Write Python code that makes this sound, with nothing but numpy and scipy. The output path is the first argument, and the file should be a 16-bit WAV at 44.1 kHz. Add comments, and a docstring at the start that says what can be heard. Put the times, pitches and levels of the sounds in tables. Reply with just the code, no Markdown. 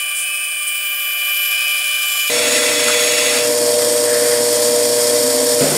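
"""A bandsaw cuts a curve through a pine board in a workshop: motor partials over bands of resonant noise.
The first 2.3 s race by at about five times speed, so the motor's hum is a whine; then, at normal pace, the
teeth rasp through the last of the wood and the blade runs free. Narrow noise bands sing, a frame panel rings
in rough tones and short bursts scuff. Near the end the motor is switched off with a clunk of decaying modes:
its hum starts to die while the blade coasts on, still hissing. Dense reflections spread the sound a little."""
import sys
import numpy as np
from scipy import signal
from scipy.fft import rfft, irfft, next_fast_len
from scipy.io import wavfile

SR = 44100
rng = np.random.default_rng(int(sys.argv[2]) if len(sys.argv) > 2 else 0)


def bounce(signal):
    """Save signal as a 16-bit WAV file at the path given by the first command-line argument."""
    frames = np.transpose(np.atleast_2d(signal))
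    limited = np.clip(frames, -1, 1)
    pcm = np.round(limited * 32767).astype(np.int16)
    wavfile.write(sys.argv[1], SR, pcm)


N = 254451
TIME = np.arange(N) / SR
BINS = np.maximum(np.arange(N // 2 + 1) * SR / N, 1)   # spectrum frequencies in Hz, never zero

# Motor partials, racing and at normal pace; level relative to the motor's: multiple of the pull, level_db
FAST_MOTOR_PARTIALS = [(1, -26), (2, -19.5), (3, -21), (4, 1), (5, -1.5), (6, -25.5), (8, -18)]
MOTOR_PARTIALS = [(1, -24), (2, -24), (3, -23), (4, 1.9), (5, -0.5), (6, -31.5), (8, -18.5), (9, -23.5)]
# Broad spectra; their noise is scaled to unit rms, so levels are relative: frequency_hz, level_db
FAST_SAW_SPECTRUM = [(30, -88.6), (150, -89.5), (400, -87.2), (650, -80), (950, -80.5), (1900, -69.5),
                     (3000, -75), (4200, -79), (6300, -81.5), (9500, -70), (11000, -76), (13000, -70.5),
                     (15600, -80)]
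FRAME_SPECTRUM = [(25, -84), (90, -78.5), (200, -74), (260, -65.5), (400, -62), (600, -54.5), (800, -63),
                  (900, -62)]
CUTTING_SPECTRUM = [(850, -63.5), (1300, -61), (2300, -60.5), (4500, -59), (6000, -65.5), (7500, -58.5),
                    (10000, -61.5), (11000, -69.5), (13300, -69), (14000, -77), (15600, -77)]
FREE_BLADE_SPECTRUM = [(850, -61), (1900, -63.5), (2600, -66), (3800, -66.5), (4900, -57), (6100, -64.5),
                       (7200, -61), (8800, -57), (10500, -62), (11200, -68.5), (13200, -72.5), (14000, -73),
                       (15600, -86)]
SHUDDER_SPECTRUM = [(40, -36), (100, -19), (200, -3), (600, 2), (900, -12.5), (1900, -15), (3000, -18),
                    (8000, -34)]
# Resonances standing on those spectra, width at half gain: centre_hz, width_hz, level_db (relative)
FAST_SAW_RESONANCES = [(729, 57, -68), (1175, 37, -56), (1602, 148, -59), (2497, 140, -60),
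                       (3276, 320, -60), (5056, 116, -69), (7530, 130, -68.5), (8870, 220, -64),
                       (9980, 620, -65.5), (15840, 900, -68)]
FRAME_RESONANCES = [(152, 30, -62.5), (245.2, 21.4, -51.5), (270, 6.1, -48), (295, 5.1, -47.5),
                    (303, 52, -53.5), (501.7, 26, -44.5), (617.7, 8.5, -46.5), (666.5, 2.3, -41.5)]
CUTTING_RESONANCES = [(1363, 22, -51), (1810, 140, -55.5), (2015, 80, -49), (2255, 80, -50),
                      (2530, 250, -52.5), (2727, 34, -48), (3410, 40, -45.5), (5455, 44, -49),
                      (6550, 280, -57), (6822, 50, -52), (10214, 80, -55), (13630, 120, -65)]
FREE_BLADE_RESONANCES = [(1770, 180, -59.5), (2015, 31, -53), (2460, 46, -61.5), (3270, 350, -60.5),
                         (3635, 13, -53.5), (5500, 17, -48.5), (6990, 320, -58), (12020, 130, -57),
                         (12700, 900, -64)]
# The blade sings in the kerf or on its guides: start_s, end_s, start_hz, end_hz, width_hz, level_db
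SINGING_GLIDES = [(-.1, 0.929, 9400, 8590, 795, -27.5), (.58, 1.008, 15200, 15200, 500, -31),
                  (.8, 1.298, 13950, 13060, 1500, -26.5), (1.234, 1.562, 13360, 12800, 970, -23),
                  (1.615, 1.8, 12900, 12600, 800, -30), (1.95, 2.36, 12850, 12100, 1800, -28.5),
                  (1.975, 2.333, 7700, 6800, 800, -30), (2.465, 2.58, 6850, 6830, 110, -27),
                  (2.816, 3.381, 6720, 6600, 200, -28), (3.6, 4.506, 8300, 8500, 600, -27.5)]
# Teeth catch in hard grain or wood slides over the table: start_s, end_s, centre_hz, width_hz, level_db
SCUFF_BURSTS = [(0.143, 0.25, 9000, 2800, -23), (0.668, 0.697, 9200, 1390, -22),
                (1.36, 1.762, 5100, 600, -37), (2.872, 2.91, 1440, 700, -23),
                (3.052, 3.294, 2750, 600, -27), (4.052, 4.21, 1710, 600, -27.5),
                (4.175, 4.44, 1800, 900, -30)]
# A panel of the frame rings: start_s, end_s, pitch_hz, level_db
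PANEL_TONES = [(.2, 0.573, 2553, -27.5), (1.52, 1.775, 2508, -24.5)]
# Low modes of the cabinet, struck by the switch: frequency_hz, level_db, t60_s
CABINET_RINGING = [(146.6, -19, 0.47), (265.7, -20, .45), (577, -15.5, 0.44)]
# Reflections, side against mid; frequencies at normal pace: frequency_hz, level_db
SIDE_SPECTRUM = [(60, -36), (130, -22), (290, -40), (640, -28), (1410, -22.5), (2600, -18.5), (5000, -16.5),
                 (8000, -26), (15000, -76)]
# How hard the board is fed through the curve: time_s, feed (0 to 1)
FEED_CURVE = [(0, 0.26), (.5, 0), (1.55, 1), (2.28, 0.86)]

# Moments in s: normal pace begins, the teeth leave the wood, the motor is switched off
NORMAL_PACE_S, EXIT_S, EXIT_LENGTH_S, SWITCH_S = 2.297, 3.41, 0.11, 5.604
FAST_SPEED, NORMAL_SPEED = 4.973, 1
# Rates at normal pace: the magnetic pull, turns of the guide bearing, turns of the blade loop
PULL_HZ, GUIDE_HZ, BLADE_LOOP_HZ = 119.93, 77.7, 2.4

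# Parts of the racing saw: (dB at the lightest feed, dB gained at full feed)
FAST_WHINE = (-28.4, 5.85)
FAST_FRAME = (-39, 5.14)
FAST_PANELS = (-32, 4.1)
FAST_RASP = (-38, 4.7)
FAST_HISS = (-27.5, 0.93)
# As the curve tightens the blade rubs the side of the kerf ever harder
BIND_S, BIND_RASP_DB_PER_S, BIND_HISS_DB_PER_S = 1.03, 5, 2.6

# At normal pace, in the wood and running free
HUM_CUTTING_DB, HUM_FREE_DB = -25.5, -20.5
RASP_CUTTING_DB, RASP_FREE_DB = -20, -29
HISS_CUTTING_DB, HISS_FREE_DB = -18, -19.5   # free hiss as the teeth leave the wood
FRAME_CUTTING_DB, FRAME_FREE_DB = -27.5, -26
CLEARING_DB_PER_S = 0.82   # the free blade hisses more as the wood is drawn away from it
HUM_T60_S = .55            # decay of hum and rumble once the current is cut

PANEL_OCTAVE_DB = -16      # second partial against the first
DRONE_S, DRONE_HZ, DRONE_WIDTH_HZ, DRONE_DB = 5.2, 261, 10, -30
SHUDDER_DB, SHUDDER_T60_S = -16, 1.2
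REBOUND_S, REBOUND_DB = .102, -6.5   # the cabinet rattles once more, after this delay
SHOP_T60_S = 0.05          # at normal pace
CUTOFF_HZ = 15700


def from_db(db):
    """Amplitude gain is ten to the power of decibels over twenty."""
    return 10 ** (np.asarray(db) / 20)


def rms_one(x):
    """Normalisation divides a signal by the root of its mean power."""
    return x / np.sqrt(np.mean(x ** 2) + 1e-20)


def noise(gain):
    """Filtering white noise by a gain over frequency gives steady coloured noise, here of rms 1."""
    size = next_fast_len(N, real=True)
    shape = np.interp(np.arange(size // 2 + 1) * SR / size, BINS, gain)
    white = rfft(rng.standard_normal(size))
    return rms_one(irfft(white * shape, size)[:N])


def drift(rate_hz):
    """Low-passed noise is a slow random fluctuation, here of rms 1."""
    return noise(1 / (1 + (BINS / rate_hz) ** 2))


def peak(centre_hz, width_hz):
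    """A resonance responds most at its centre and with half the gain at the edges of its width."""
    return 1 / (1 + (2 * (BINS - centre_hz) / width_hz) ** 2)


def body(spectrum, resonances=(), ripple=1):
    """Powers add: resonances stand on a broad, possibly rippled spectrum; returns gain."""
    hz, db = np.transpose(spectrum)
    broad_db = np.interp(np.log(BINS), np.log(hz), db)
    power = (ripple * from_db(broad_db)) ** 2
    for centre_hz, width_hz, peak_db in resonances:
        power = power + (from_db(peak_db) * peak(centre_hz, width_hz)) ** 2
    return np.sqrt(power)


def band(low_hz, high_hz, order=16):
    """A high-pass and a low-pass skirt together form a steep band-pass gain."""
    return ((1 + (low_hz / BINS) ** order) * (1 + (BINS / high_hz) ** order)) ** -.5


def fine_modes(spacing_hz, ripple_db):
    """Modal overlap: many modes of blade, table and guards ripple the response, less so in the treble."""
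    grid = np.arange(0, SR / 2, spacing_hz)
    heights = np.clip(rng.standard_normal(len(grid)), -2, 2)
    ripple = np.interp(BINS, grid, heights)
    return from_db(ripple_db * ripple / (1 + BINS / SR * 2))


def swell(start, end):
    """A half-sine power envelope rises and falls roundly between two times."""
    progress = np.clip((TIME - start) / (end - start), 0, 1)
    return np.sqrt(np.abs(np.sin(np.pi * progress)))


def dying(start, t60):
    """Damping is exponential decay: 1 until start, then 60 dB lost per t60."""
    return from_db(-60 * np.maximum(TIME - start, 0) / t60)


def resonance(start, end, start_hz, end_hz, width_hz, db):
    """An unevenly driven resonance is a carrier with random quadrature amplitudes; it swells and may glide."""
    pitch_hz = np.interp(TIME, [start, end], [start_hz, end_hz])
    phase = 2 * np.pi * np.cumsum(pitch_hz) / SR
    ringing = drift(width_hz / 2) * np.cos(phase) + drift(width_hz / 2) * np.sin(phase)
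    return from_db(db) * swell(start, end) * ringing


def motor(level_db, partials, speed, shake_db, shake_hz, wobble):
    """Magnetic pull forces the cabinet at its harmonics, each fluttering a little with the belt."""
    phase = 2 * np.pi * PULL_HZ * speed * TIME
    out = 0
    for multiple, db in partials:
        wander = wobble * drift(shake_hz * speed)   # radians
        angle = round(multiple) * phase + rng.uniform(0, 2 * np.pi) + wander
        out = out + from_db(db + shake_db * drift(shake_hz * speed)) * np.sin(angle)
    return np.sqrt(2) * from_db(level_db) * out


def guide_chatter(speed, depth, sharpness, loop_db, rough_db):
    """Amplitude modulation: the blade presses on its guide once a bearing turn, and swings once a loop."""
    turns = GUIDE_HZ * speed * (TIME + 0.0011 * drift(0.8))   # timing wanders by about a millisecond
    bumps = np.exp(sharpness * np.cos(2 * np.pi * turns))
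    pressing = 1 + depth * rms_one(bumps - bumps.mean())
    swing_db = loop_db * np.sin(2 * np.pi * BLADE_LOOP_HZ * speed * TIME)
    return rms_one(pressing * from_db(swing_db + rough_db * drift(40 * speed)))


def racing_saw():
    """Speeding up multiplies frequencies: hum becomes whine, the cut a thin hiss; all grow with the feed."""
    feed = np.interp(TIME, *np.transpose(FEED_CURVE))
    whine_db, frame_db, panel_db, rasp_db, hiss_db = [
        light_db + gained_db * feed
        for light_db, gained_db in (FAST_WHINE, FAST_FRAME, FAST_PANELS, FAST_RASP, FAST_HISS)]
    binding_s = np.maximum(TIME - BIND_S, 0)
    rasp_db = rasp_db + BIND_RASP_DB_PER_S * binding_s
    hiss_db = hiss_db + BIND_HISS_DB_PER_S * binding_s

    colour = body(FAST_SAW_SPECTRUM, FAST_SAW_RESONANCES)
    ringing = colour * fine_modes(spacing_hz=45, ripple_db=2.8)
    frame = from_db(frame_db) * noise(colour * band(16, 1740))
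    panels = from_db(panel_db) * noise(colour * band(2340, 2820))
    rasp = from_db(rasp_db) * noise(ringing * band(3800, 7070))
    hiss = from_db(hiss_db) * noise(ringing * band(6000, 19500))
    chatter = guide_chatter(FAST_SPEED, depth=0.046, sharpness=1.5, loop_db=1.04, rough_db=1.56)
    whine = motor(whine_db, FAST_MOTOR_PARTIALS, FAST_SPEED, shake_db=1.18, shake_hz=3.6, wobble=0.034)
    return whine + frame + panels + (rasp + hiss) * chatter


def singing_blade():
    """Friction keeps narrow resonances of the blade ringing; most slide in pitch as the board turns."""
    return sum(resonance(*row) for row in SINGING_GLIDES)


def workshop(x, speed):
    """Dense reflections decay as noise; speeding up shortens them and shifts their colour upward."""
    echoes = rng.standard_normal(SR // 2) * dying(0, SHOP_T60_S / speed)[:SR // 2]
    wet = signal.fftconvolve(x, echoes / np.sqrt(np.sum(echoes ** 2)))[:N]
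    colour = body([(hz * speed, db) for hz, db in SIDE_SPECTRUM])
    return irfft(rfft(wet) * colour, N)


def scuffs():
    """Sliding friction is noise: brief swells of it are heard through one broad resonance each."""
    return sum(from_db(db) * swell(start, end) * noise(peak(centre_hz, width_hz))
               for start, end, centre_hz, width_hz, db in SCUFF_BURSTS)


def ringing_panel(wander_hz, flutter_hz, rough_db):
    """Forced resonance: a panel driven by the blade rings as one rough tone with a faint octave."""
    out = 0
    for start, end, pitch_hz, db in PANEL_TONES:
        phase = 2 * np.pi * np.cumsum(pitch_hz + wander_hz * drift(flutter_hz)) / SR
        tone = np.sin(phase) + from_db(PANEL_OCTAVE_DB) * np.sin(2 * phase)
        level = np.sqrt(2) * from_db(db + rough_db * drift(flutter_hz))
        out = out + level * swell(start, end) * tone
    return out


def tearing_fibres(cutting):
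    """Fracture is irregular: fibres give way unevenly, each band of about half an octave surging on its own."""
    edges = np.geomspace(850, 3800, 5)   # Hz
    out = 0
    for low_hz, high_hz in zip(edges, edges[1:]):
        part = cutting * band(low_hz, high_hz)
        out = out + np.linalg.norm(part) * noise(part) * from_db(0.72 * drift(7.7))
    return rms_one(out)


def saw():
    """Damping and excitation shift as the teeth leave the wood: rasp gives way to hiss, hum and rumble rise."""
    bite = .5 - .5 * np.tanh(2 * (TIME - EXIT_S) / EXIT_LENGTH_S)   # 1 in the wood, 0 running free
    ringing = fine_modes(spacing_hz=19, ripple_db=3.2)
    cutting = body(CUTTING_SPECTRUM, CUTTING_RESONANCES, ringing)
    free = body(FREE_BLADE_SPECTRUM, FREE_BLADE_RESONANCES, ringing)
    # Square roots make the crossfade equal in power
    in_wood = np.sqrt(bite) * guide_chatter(
        NORMAL_SPEED, depth=0.023, sharpness=1.7, loop_db=0.5, rough_db=0.7)
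    in_air = np.sqrt(1 - bite) * guide_chatter(
        NORMAL_SPEED, depth=0.067, sharpness=6.2, loop_db=0.1, rough_db=0.92)

    rasp = from_db(RASP_CUTTING_DB) * in_wood * tearing_fibres(cutting)
    rasp = rasp + from_db(RASP_FREE_DB) * in_air * noise(free * band(866, 3880))
    high = band(3750, 18000)
    free_db = HISS_FREE_DB + CLEARING_DB_PER_S * (TIME - EXIT_S)
    hiss = from_db(HISS_CUTTING_DB) * in_wood * noise(cutting * high)
    hiss = hiss + from_db(free_db) * in_air * noise(free * high)

    # The wood damps the machine: hum and rumble come up once the cut is free
    frame_db = bite * FRAME_CUTTING_DB + (1 - bite) * FRAME_FREE_DB
    hum_db = bite * HUM_CUTTING_DB + (1 - bite) * HUM_FREE_DB
    frame = from_db(frame_db) * noise(body(FRAME_SPECTRUM, FRAME_RESONANCES) * band(15, 900))
    hum = motor(hum_db, MOTOR_PARTIALS, NORMAL_SPEED, shake_db=0.8, shake_hz=5.1, wobble=0.053)
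    return rasp + hiss + (hum + frame) * dying(SWITCH_S, HUM_T60_S)


def cabinet_drone():
    """Modal resonance: with the blade free, a low cabinet mode swells and fades out by the switch-off."""
    return resonance(DRONE_S, SWITCH_S, DRONE_HZ, DRONE_HZ, DRONE_WIDTH_HZ, DRONE_DB)


def switch_off():
    """Impact excites damped modes: low cabinet modes build up and ring while its sheet metal shudders."""
    out = 0
    for start, gain in (SWITCH_S, 1), (SWITCH_S + REBOUND_S, from_db(REBOUND_DB)):
        age = np.maximum(TIME - start, 0)
        shudder = from_db(SHUDDER_DB) * dying(start, SHUDDER_T60_S) * noise(body(SHUDDER_SPECTRUM))
        ring = sum(from_db(db) * dying(start, t60) * np.sin(2 * np.pi * hz * age)
                   for hz, db, t60 in CABINET_RINGING)
        # Both build up over several milliseconds
        out = out + gain * (np.clip(age / 0.0075, 0, 1) * shudder + np.clip(age / 0.014, 0, 1) * ring)
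    return out


def scene():
    """Mid and side superpose: one machine straight ahead, and only reflections differ between the ears."""
    normal = np.clip((TIME - NORMAL_PACE_S) / .003, 0, 1)   # 0 while racing, 1 at normal pace
    panel = ringing_panel(wander_hz=21.9, flutter_hz=45, rough_db=1.5)
    machine = (1 - normal) * racing_saw() + normal * saw()
    mid = machine + singing_blade() + panel + scuffs() + cabinet_drone() + switch_off()
    side = workshop((1 - normal) * mid, FAST_SPEED) + workshop(normal * mid, NORMAL_SPEED)
    return np.array([mid + side, mid - side])


def record(dry):
    """An elliptic low-pass cuts the top steeply."""
    low_pass = signal.ellip(12, .2, 80, CUTOFF_HZ, fs=SR, output="sos")   # .2 dB ripple, 80 dB rejection
    return signal.sosfilt(low_pass, dry)


dry = scene()
out = record(dry)
bounce(out)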